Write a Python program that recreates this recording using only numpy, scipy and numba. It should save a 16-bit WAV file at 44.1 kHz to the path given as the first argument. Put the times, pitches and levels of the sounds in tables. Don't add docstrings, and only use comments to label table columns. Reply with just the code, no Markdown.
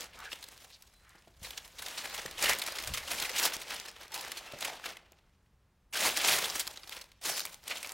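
import sys
import numpy as np
from scipy import signal
from scipy.fft import rfft, irfft, dct
from scipy.io import wavfile
from scipy.ndimage import uniform_filter1d
from numba import njit

SR = 44100
rng = np.random.default_rng(int(sys.argv[2]) if len(sys.argv) > 2 else 0)


def to_wav(s):
    ch = np.atleast_2d(s).T
    pcm = np.round(np.clip(ch, -1, 1) * 32767)
    wavfile.write(sys.argv[1], SR, pcm.astype(np.int16))


def makeup_ratio(level_db):
    decades = np.asarray(level_db, float) / 20
    return 10 ** decades


N = 349713


@njit
def svf(x, hz, width):
    y, b, l = np.empty(len(x)), 0., 0.
    g, k = np.tan(np.pi * hz / SR), width / hz
    for i in range(len(x)):
        v = (b + g * (x[i] - l)) / (1 + g * (g + k))
        b, l, y[i] = 2 * v - b, l + 2 * g * v, k * v
    return y


def unit(x):
    return x / np.sqrt(np.mean(x ** 2))


def shade(spectrum, hz):
    f, db = np.transpose(spectrum)
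    return np.interp(np.log(hz), np.log(f), db)


def curves(table):
    s, *columns = np.transpose(table)
    return [np.interp(np.arange(N) / SR, s, c) for c in columns]


def peak_db(s, db, swell_s, fade_s, span_db):
    late_s = np.arange(N) / SR - s
    return db - span_db * np.maximum(-late_s / max(swell_s, .002), late_s / max(fade_s, .002))


def buckles(rate, spread_db):
    when, sign, size = rng.random(N), rng.standard_normal(N), rng.exponential(size=N)
    gain = makeup_ratio(np.minimum(spread_db * size, 26))
    return unit((when < rate / SR) * sign * gain)


def swarms(rate, spread_db, fade_s, calm):
    fall = np.exp(-1 / (fade_s * SR))
    power = signal.filtfilt([1], [1, -fall], buckles(rate, spread_db) ** 2, padlen=0)
    return calm + (1 - calm) * power / power.mean()


def handling():
    # t/s, effort/dB, crispness/dB
    steady = [(0.0, -64, -21), (0.35, -55.5, -5.5), (1.0, -73.5, -2.5), (1.11, -66, -9.5), (1.4, -72.5, -5),
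              (1.72, -63.5, -6.5), (1.87, -44.5, -5), (2.37, -49, -11.5), (2.6, -44.5, -9),
              (3.08, -46.5, -8.5), (3.34, -44, -15), (3.6, -47, -9), (4.08, -65.5, -15), (4.14, -44, -9),
              (4.56, -51.5, -14), (5.02, -65.5, -22), (5.45, -87.5, -6.5), (5.9, -105, -4.5)]
    # start/s, peak/s, effort/dB, fade per swell/s, crispness/dB
    gestures = [(-0.01, 0.0, -44, 0.11, -7), (0.098, 0.262, -46.5, .04, -14),
                (0.31, 0.328, -41, 0.019, -4.5), (1.396, 1.438, -49, 0.39, -4),
                (2.36, 2.42, -36, 0.22, -3.5), (2.39, 2.506, -29.5, 0.048, -6),
                (3.073, 3.106, -37, 0.5, -5.5), (3.322, 3.461, -26.5, 0.035, -4),
                (3.678, 3.708, -38.5, 0.22, -10), (3.95, 4.022, -48.5, 0.11, -11.5),
                (4.534, 4.662, -39.5, .16, -9), (4.797, 4.859, -39.5, 0.12, -12),
                (5.926, 6.062, -25.5, 0.081, -4.5), (6.11, 6.325, -25, 0.15, -5),
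                (6.364, 6.45, -39, 0.34, -5), (6.475, 6.565, -45.5, 0.1, 1),
                (6.74, 6.963, -48.5, 0.12, -7.5), (7.213, 7.268, -34.5, 0.22, -2),
                (7.63, 7.723, -38, 0.035, -9), (7.72, 7.744, -48.5, 1.7, -6)]
    swell_db = 21.5
    db, crisp_db = curves(steady)
    power = makeup_ratio(db) ** 2
    crisp = power * crisp_db
    for start_s, s, top_db, fade_s, edge_db in gestures:
        grip = makeup_ratio(peak_db(s, top_db, s - start_s, fade_s, swell_db)) ** 2
        grip = grip * (np.arange(N) >= start_s * SR)
        power = power + grip
        crisp = crisp + grip * edge_db
    db, crisp_db = 10 * np.log10(power), crisp / power
    belly_db = np.minimum(-8 - 0.0848 * (db + 44) + .05 * crisp_db, 1.5)
    return db, belly_db, crisp_db


def snaps():
    # t/s, peak/dB, fold ring f/Hz, edge/dB
    at_once = [(0.3177, -22.5, 2660, -34), (0.3295, -20, 3180, -26), (0.4396, -31, 4300, 1),
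               (0.822, -42.5, 4300, 8.5), (1.506, -25, 3460, -6), (1.5335, -32, 3160, -17),
               (2.0558, -23, 3480, -11), (2.2593, -22.5, 1800, -2.5), (2.3805, -33, 1920, 1),
               (2.4024, -35, 2236, -10), (2.4578, -9.5, 2920, -21), (2.5322, -16, 2040, -2),
               (2.594, -36, 2750, 13.5), (2.8359, -23, 2600, -4), (3.1168, -25, 3360, 4.5),
               (3.1991, -17, 4250, -1), (4.119, -33, 4260, 1), (4.2094, -32.5, 5310, 9.5),
               (4.28, -29, 1660, -4), (4.3176, -23, 2320, 0), (4.9688, -29.5, 1970, -9.5),
               (6.2463, -12, 2410, -22), (6.6747, -20, 4780, 0), (6.7729, -22, 4100, -20),
               (6.8327, -30.5, 4680, -28), (6.9655, -29, 2710, -2), (7.1165, -38.5, 4080, -7),
               (7.452, -23.5, 2240, 3), (7.678, -22.5, 8200, 1), (7.8458, -21, 2400, -24)]
    # t/s, peak/dB, fold ring f/Hz, edge/dB
    crunching = [(0.4254, -32.5, 3930, -3.5), (1.5753, -21.5, 3440, -6), (1.82, -26.5, 1650, 1),
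                 (1.8612, -25, 3830, -4), (2.1763, -28, 3430, -2), (2.4229, -15.5, 2220, 2),
                 (2.6162, -18.5, 3180, -2), (2.662, -24, 6200, 2), (2.7844, -20.5, 2130, -5),
                 (2.8727, -23.5, 4900, 1.5), (3.075, -28.5, 3060, -12), (3.2232, -19.5, 3790, -6),
                 (3.2931, -20, 2070, -4), (3.4508, -17, 2700, 3), (3.6142, -28.5, 2300, 2),
                 (3.7025, -27, 3200, -4), (4.6065, -26.5, 2860, 0), (4.6466, -19, 2420, 0),
                 (4.693, -25, 2040, -17.5), (4.8394, -26, 1620, -15.5), (6.1684, -28.5, 4740, -6),
                 (6.2818, -13, 2420, -19), (6.4188, -26, 2250, -17), (6.4536, -19, 3560, -5),
                 (6.5645, -27, 3140, -15), (6.8736, -33, 5100, -6), (7.012, -30, 4070, -3),
                 (7.3777, -26, 5800, 4), (7.7696, -27.5, 2960, -3), (7.8278, -27, 2390, -1)]
    # t/s, peak/dB, fold ring f/Hz, edge/dB
    running = [(0.703, -43, 2750, -12), (1.4276, -39, 3200, 3), (1.4439, -27.5, 3870, -14),
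               (1.7838, -31, 3800, -3), (1.9751, -20.5, 4020, -10), (2.1397, -27, 3730, 0.5),
               (2.7521, -25, 2980, -6), (2.936, -19.5, 3180, -2.5), (2.9715, -20, 1960, -7.5),
               (3.246, -21, 2150, -4.5), (3.341, -36, 3610, -7), (3.3605, -20, 5300, -2.5),
               (3.3782, -20, 3860, -0.5), (3.518, -29, 2750, -14), (3.5334, -22.5, 5800, -3),
               (3.8786, -29, 5260, -12), (4.139, -28, 4190, 1.5), (4.3695, -24.5, 4280, -7),
               (5.9333, -22.5, 2610, -6), (5.953, -18, 1550, -12), (6.198, -18, 3130, -18),
               (6.5932, -19.5, 4600, 2.5), (6.757, -37.5, 3150, -9), (6.9206, -28, 3150, -6),
               (7.2494, -23.5, 6400, -18), (7.707, -18, 2250, -27)]
    power, ticks, rings = np.zeros((3, N)), np.zeros((3, N)), np.zeros(N)
    t = np.arange(2000) / SR
    for rows, ms in [(at_once, 2.3), (crunching, 4.7), (running, 10)]:
        age = t * 1000 / (0.49 * ms)
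        run = (age * np.exp(1 - age)) ** 1.21
        for s, db, hz, edge_db in rows:
            i = int(s * SR)
            gain = makeup_ratio(db - 12.5 + np.array([[-16.0], [0], [edge_db]]))
            power[:, i:i + len(t)] += (gain ** 2 * run)[:, :N - i]
            tick_at = min(i + int(.5 * ms * SR / 1000), N - 1)
            ticks[:, tick_at] += gain[:, 0] * 3.1
            ring = svf(rng.standard_normal(len(t)) * np.sqrt(run), 1. * hz, 0.14 * hz)
            ring = makeup_ratio(db - 10.0) * ring / np.abs(ring).max()
            rings[i:i + len(t)] += ring[:N - i]
    return power, ticks, rings


def paper():
    # f/Hz, density/dB
    sheet = [(88, -41), (150, -10.5), (193, -12.5), (325, -7.5), (372, -13), (418, -3), (792, -1.5),
             (1290, -4.5), (2010, -2.5), (4350, -2.5), (15300, -8.5)]
    zones_hz = [700, 2500, 9000]
    db, belly_db, edge_db = handling()
    crease, ticks, out = snaps()
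    swarm = swarms(rate=120, spread_db=2.1, fade_s=0.0031, calm=0.46)
    zone_db = np.array([db + belly_db + 3.5, db + 3.0, db + edge_db + 3.5])
    rustle = makeup_ratio(zone_db) ** 2 * swarm
    force = np.log(rustle + crease) / 2
    sharp = buckles(rate=1100, spread_db=2.5)
    crisp = buckles(rate=490, spread_db=2.5)
    for hz in 160 * 2 ** np.arange(0, 6.7, 1 / 3):
        share = np.array([np.interp(np.log(hz), np.log(zones_hz), row) for row in np.eye(3)])
        patch = buckles(rate=900 + 1.2 * hz, spread_db=2.5)
        patch = patch * np.sqrt(swarms(rate=90, spread_db=1.26, fade_s=.003, calm=0.68))
        common = share @ [.2, .45, .45] * sharp + share @ [.05, .25, .7] * crisp
        shaken = np.exp(share @ force) * (patch + common) + share @ ticks
        tilt_db = shade(sheet, hz) - share @ shade(sheet, zones_hz) + share @ [11.0, 4.0, 1.5]
        out = out + makeup_ratio(tilt_db) * svf(svf(shaken, hz, 0.45 * hz), hz, 0.45 * hz)
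    return out


def flap():
    # t/s, level/dB, swell/s, fade/s
    puffs = [
        (0.2, -60, .3, 0.14),
        (1.43, -59, .15, 0.32),
        (1.85, -65, .3, .3),
        (2.52, -53.5, 0.55, .06),
        (2.92, -42.5, 0.11, 0.097),
        (3.0, -57, .05, 1),
        (6.07, -58.5, .1, 0.17),
        (6.29, -58, .15, 0.54),
    ]
    rumble_db, puff_span_db = -69, 20.
    air = svf(svf(rng.standard_normal(N), 55., 59.0), 41.0, 90.)
    power = makeup_ratio(rumble_db) ** 2 + sum(makeup_ratio(peak_db(*puff, puff_span_db)) ** 2 for puff in puffs)
    return unit(air) * np.sqrt(power)


def kitchen():
    # f/Hz, density/dB
    hush = [(59, -33), (100, -13), (135, -8), (174, 0), (271, -11), (608, -14), (1230, -15.5), (1520, -18),
            (4110, -25.5), (16000, -35)]
    hush_db = -75
    hz = np.maximum(np.arange(N // 2 + 1) * SR / N, 20)
    spectrum = rfft(rng.standard_normal(N)) * makeup_ratio(shade(hush, hz))
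    return unit(irfft(spectrum, N)) * makeup_ratio(hush_db)


def edge_ticks():
    # t/s, peak/dB
    plain_ticks = [(0.1895, -37), (0.203, -36), (0.5769, -39), (0.63, -46), (0.7027, -44), (1.1544, -55),
                   (1.2226, -49), (1.884, -26), (2.3113, -30), (2.55, -27), (2.6382, -29), (2.6758, -25),
                   (2.7213, -28), (2.8468, -28), (3.566, -21), (3.63, -41), (3.764, -34), (3.8618, -38),
                   (3.914, -40), (4.0322, -40), (4.0801, -41), (4.1768, -28), (4.5223, -34.5), (4.858, -26),
                   (6.6692, -26), (6.7123, -36), (6.894, -29), (7.0414, -42), (7.404, -19), (7.782, -30)]
    # t/s, peak/dB, f/Hz
    corner_ticks = [(0.0074, -25, 5260), (0.042, -35, 6400), (0.486, -36, 4820), (1.093, -44.5, 7990),
                    (2.0981, -37, 5430), (2.5868, -21.5, 10900), (2.8248, -29, 4870), (3.799, -25.5, 5400),
                    (4.2487, -31, 5240), (4.5875, -34, 6200), (5.1203, -42.5, 6040), (6.2754, -18, 6030),
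                    (6.9894, -40, 5430), (7.3944, -19, 4990), (7.4625, -28.5, 7320), (7.5433, -32, 5640),
                    (7.639, -38, 5090), (7.8725, -30, 5100), (7.893, -27.5, 5340), (7.9194, -28, 8000)]
    tick_hz, scatter = 4080, 0.077
    out, t = np.zeros(N), np.arange(500) / SR
    plain = [(s, db, tick_hz * (1 + scatter * rng.standard_normal())) for s, db in plain_ticks]
    for s, db, hz in plain + list(corner_ticks):
        i = int(s * SR)
        push = rng.standard_normal(len(t)) * (1 - np.exp(-t / .0004)) * np.exp(-t / 0.0012)
        tick = svf(push, 1. * hz, .5 * hz) + 0.47 * push
        tick = makeup_ratio(db) * tick / np.abs(tick).max()
        out[i:i + len(t)] += tick[:N - i]
    return out


def drags():
    # start/s, end/s, f/Hz, width/Hz, level/dB
    strokes = [(0.162, 0.267, 1260, 900, -50), (0.251, 0.292, 1600, 200, -47), (.91, 1.08, 4040, 90, -72),
               (0.713, 0.767, 4220, 2520, -55), (0.993, 1.214, 1570, 1300, -64),
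               (2.445, 2.546, 2040, 910, -31.5), (3.426, 3.482, 830, 599, -38.5),
               (4.11, 4.24, 880, 300, -48.5), (4.433, 4.57, 2690, 120, -59), (4.69, 4.767, 695, 402, -49),
               (7.077, 7.236, 2600, 3500, -73), (7.22, 7.457, 5000, 2000, -43.5),
               (7.708, 7.718, 560, 249, -45)]
    out = np.zeros(N)
    slips = buckles(rate=4800, spread_db=1.0)
    for start_s, end_s, hz, width_hz, db in strokes:
        i, j = int(start_s * SR), int(end_s * SR)
        hum = svf(svf(slips[i:j], 1. * hz, 1. * width_hz), 1. * hz, 1. * width_hz)
        out[i:j] += makeup_ratio(db) * unit(hum) * np.hanning(j - i) ** 0.31
    return out


def knocks():
    # t/s, peak/dB, f/Hz
    thuds = [
        (1.151, -54, 806),
        (1.274, -49.5, 660),
        (1.418, -45.5, 167),
        (2.254, -37, 520),
        (4.535, -35.5, 580),
        (5.119, -55.5, 650),
    ]
    out, t = np.zeros(N), np.arange(4000) / SR
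    for s, db, hz in thuds:
        i = int(s * SR)
        puff = unit(svf(rng.standard_normal(len(t)), 0.34 * hz, 0.54 * hz))
        ring = np.sin(2 * np.pi * hz * t) * np.exp(-t / 0.0053)
        out[i:i + len(t)] += makeup_ratio(db) * (1.2 * ring + 0.43 * puff * np.exp(-t / 0.017))
    return out


@njit
def walls(x, lags, gain, damp):
    line, soft, out = np.zeros((8, 4096)), np.zeros(8), np.zeros(len(x))
    for i in range(len(x)):
        total = 0.
        for k in range(8):
            soft[k] += (1 - damp) * (gain[k] * line[k, (i - lags[k]) & 4095] - soft[k])
            total += soft[k]
            out[i] += soft[k] * (1 - 2 * (k % 2))
        for k in range(8):
            line[k, i & 4095] = x[i] + soft[k] - total / 4
    return out


def scene():
    t60_s, damp, echo_db = 0.55, 0.67, -18
    near = paper() + edge_ticks() + drags() + knocks()
    lags = rng.integers(500, 2600, 8)
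    echo = walls(near + 1e-18, lags, makeup_ratio(-60 * lags / SR / t60_s), damp)
    mono = near + makeup_ratio(echo_db) * echo + flap() + kitchen()
    return np.array([mono, mono])


def refill(mono):
    # f/Hz, share/0-1
    hit_share = [(3900, 0), (4600, .07), (5500, .1), (7000, .17), (9600, .3), (15300, .4), (15900, 0)]
    lead = 2048 - 973
    window = signal.windows.kaiser_bessel_derived(2048, 4 * np.pi)
    padded = np.pad(mono, (lead, 2048))
    tiles = signal.stft(padded, window=window, nperseg=2048, noverlap=1024)[2][:1024]
    power = (np.abs(tiles) ** 2).reshape(32, 32, -1).mean(axis=1) * window.sum() ** 2 / 1024
    luck = uniform_filter1d(rng.standard_normal(power.shape), size=3, axis=1)
    luck = luck + 2 * uniform_filter1d(luck, size=9, axis=0)
    rank = luck.argsort(axis=1).argsort(axis=1) / luck.shape[1]
    band_hz = (np.arange(32) + .5) * SR / 64
    hit = rank < np.interp(band_hz, *np.transpose(hit_share))[:, None]
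    noise = np.repeat(hit * np.sqrt(power), 32, axis=0) * rng.standard_normal(tiles.shape)
    a, b = np.split(dct(noise, type=4, norm="ortho", axis=0), 2)
    blocks = np.concatenate([b, -b[::-1], -a[::-1], -a]) * window[:, None]
    return (blocks[:1024, 1:] + blocks[1024:, :-1]).T.ravel()[lead:lead + N]


def roll_off(x):
    return signal.sosfilt(signal.butter(12, 17060, fs=SR, output="sos"), x)


def record(dry):
    top_hz, side_db = 15850, -4.5
    low_pass = signal.ellip(10, .2, 60, top_hz, fs=SR, output="sos")
    mono = signal.sosfilt(low_pass, dry[0])
    side = makeup_ratio(side_db) * refill(mono) * np.array([[1], [-1]])
    return roll_off(mono + side)


dry = scene()
out = record(dry)
to_wav(out)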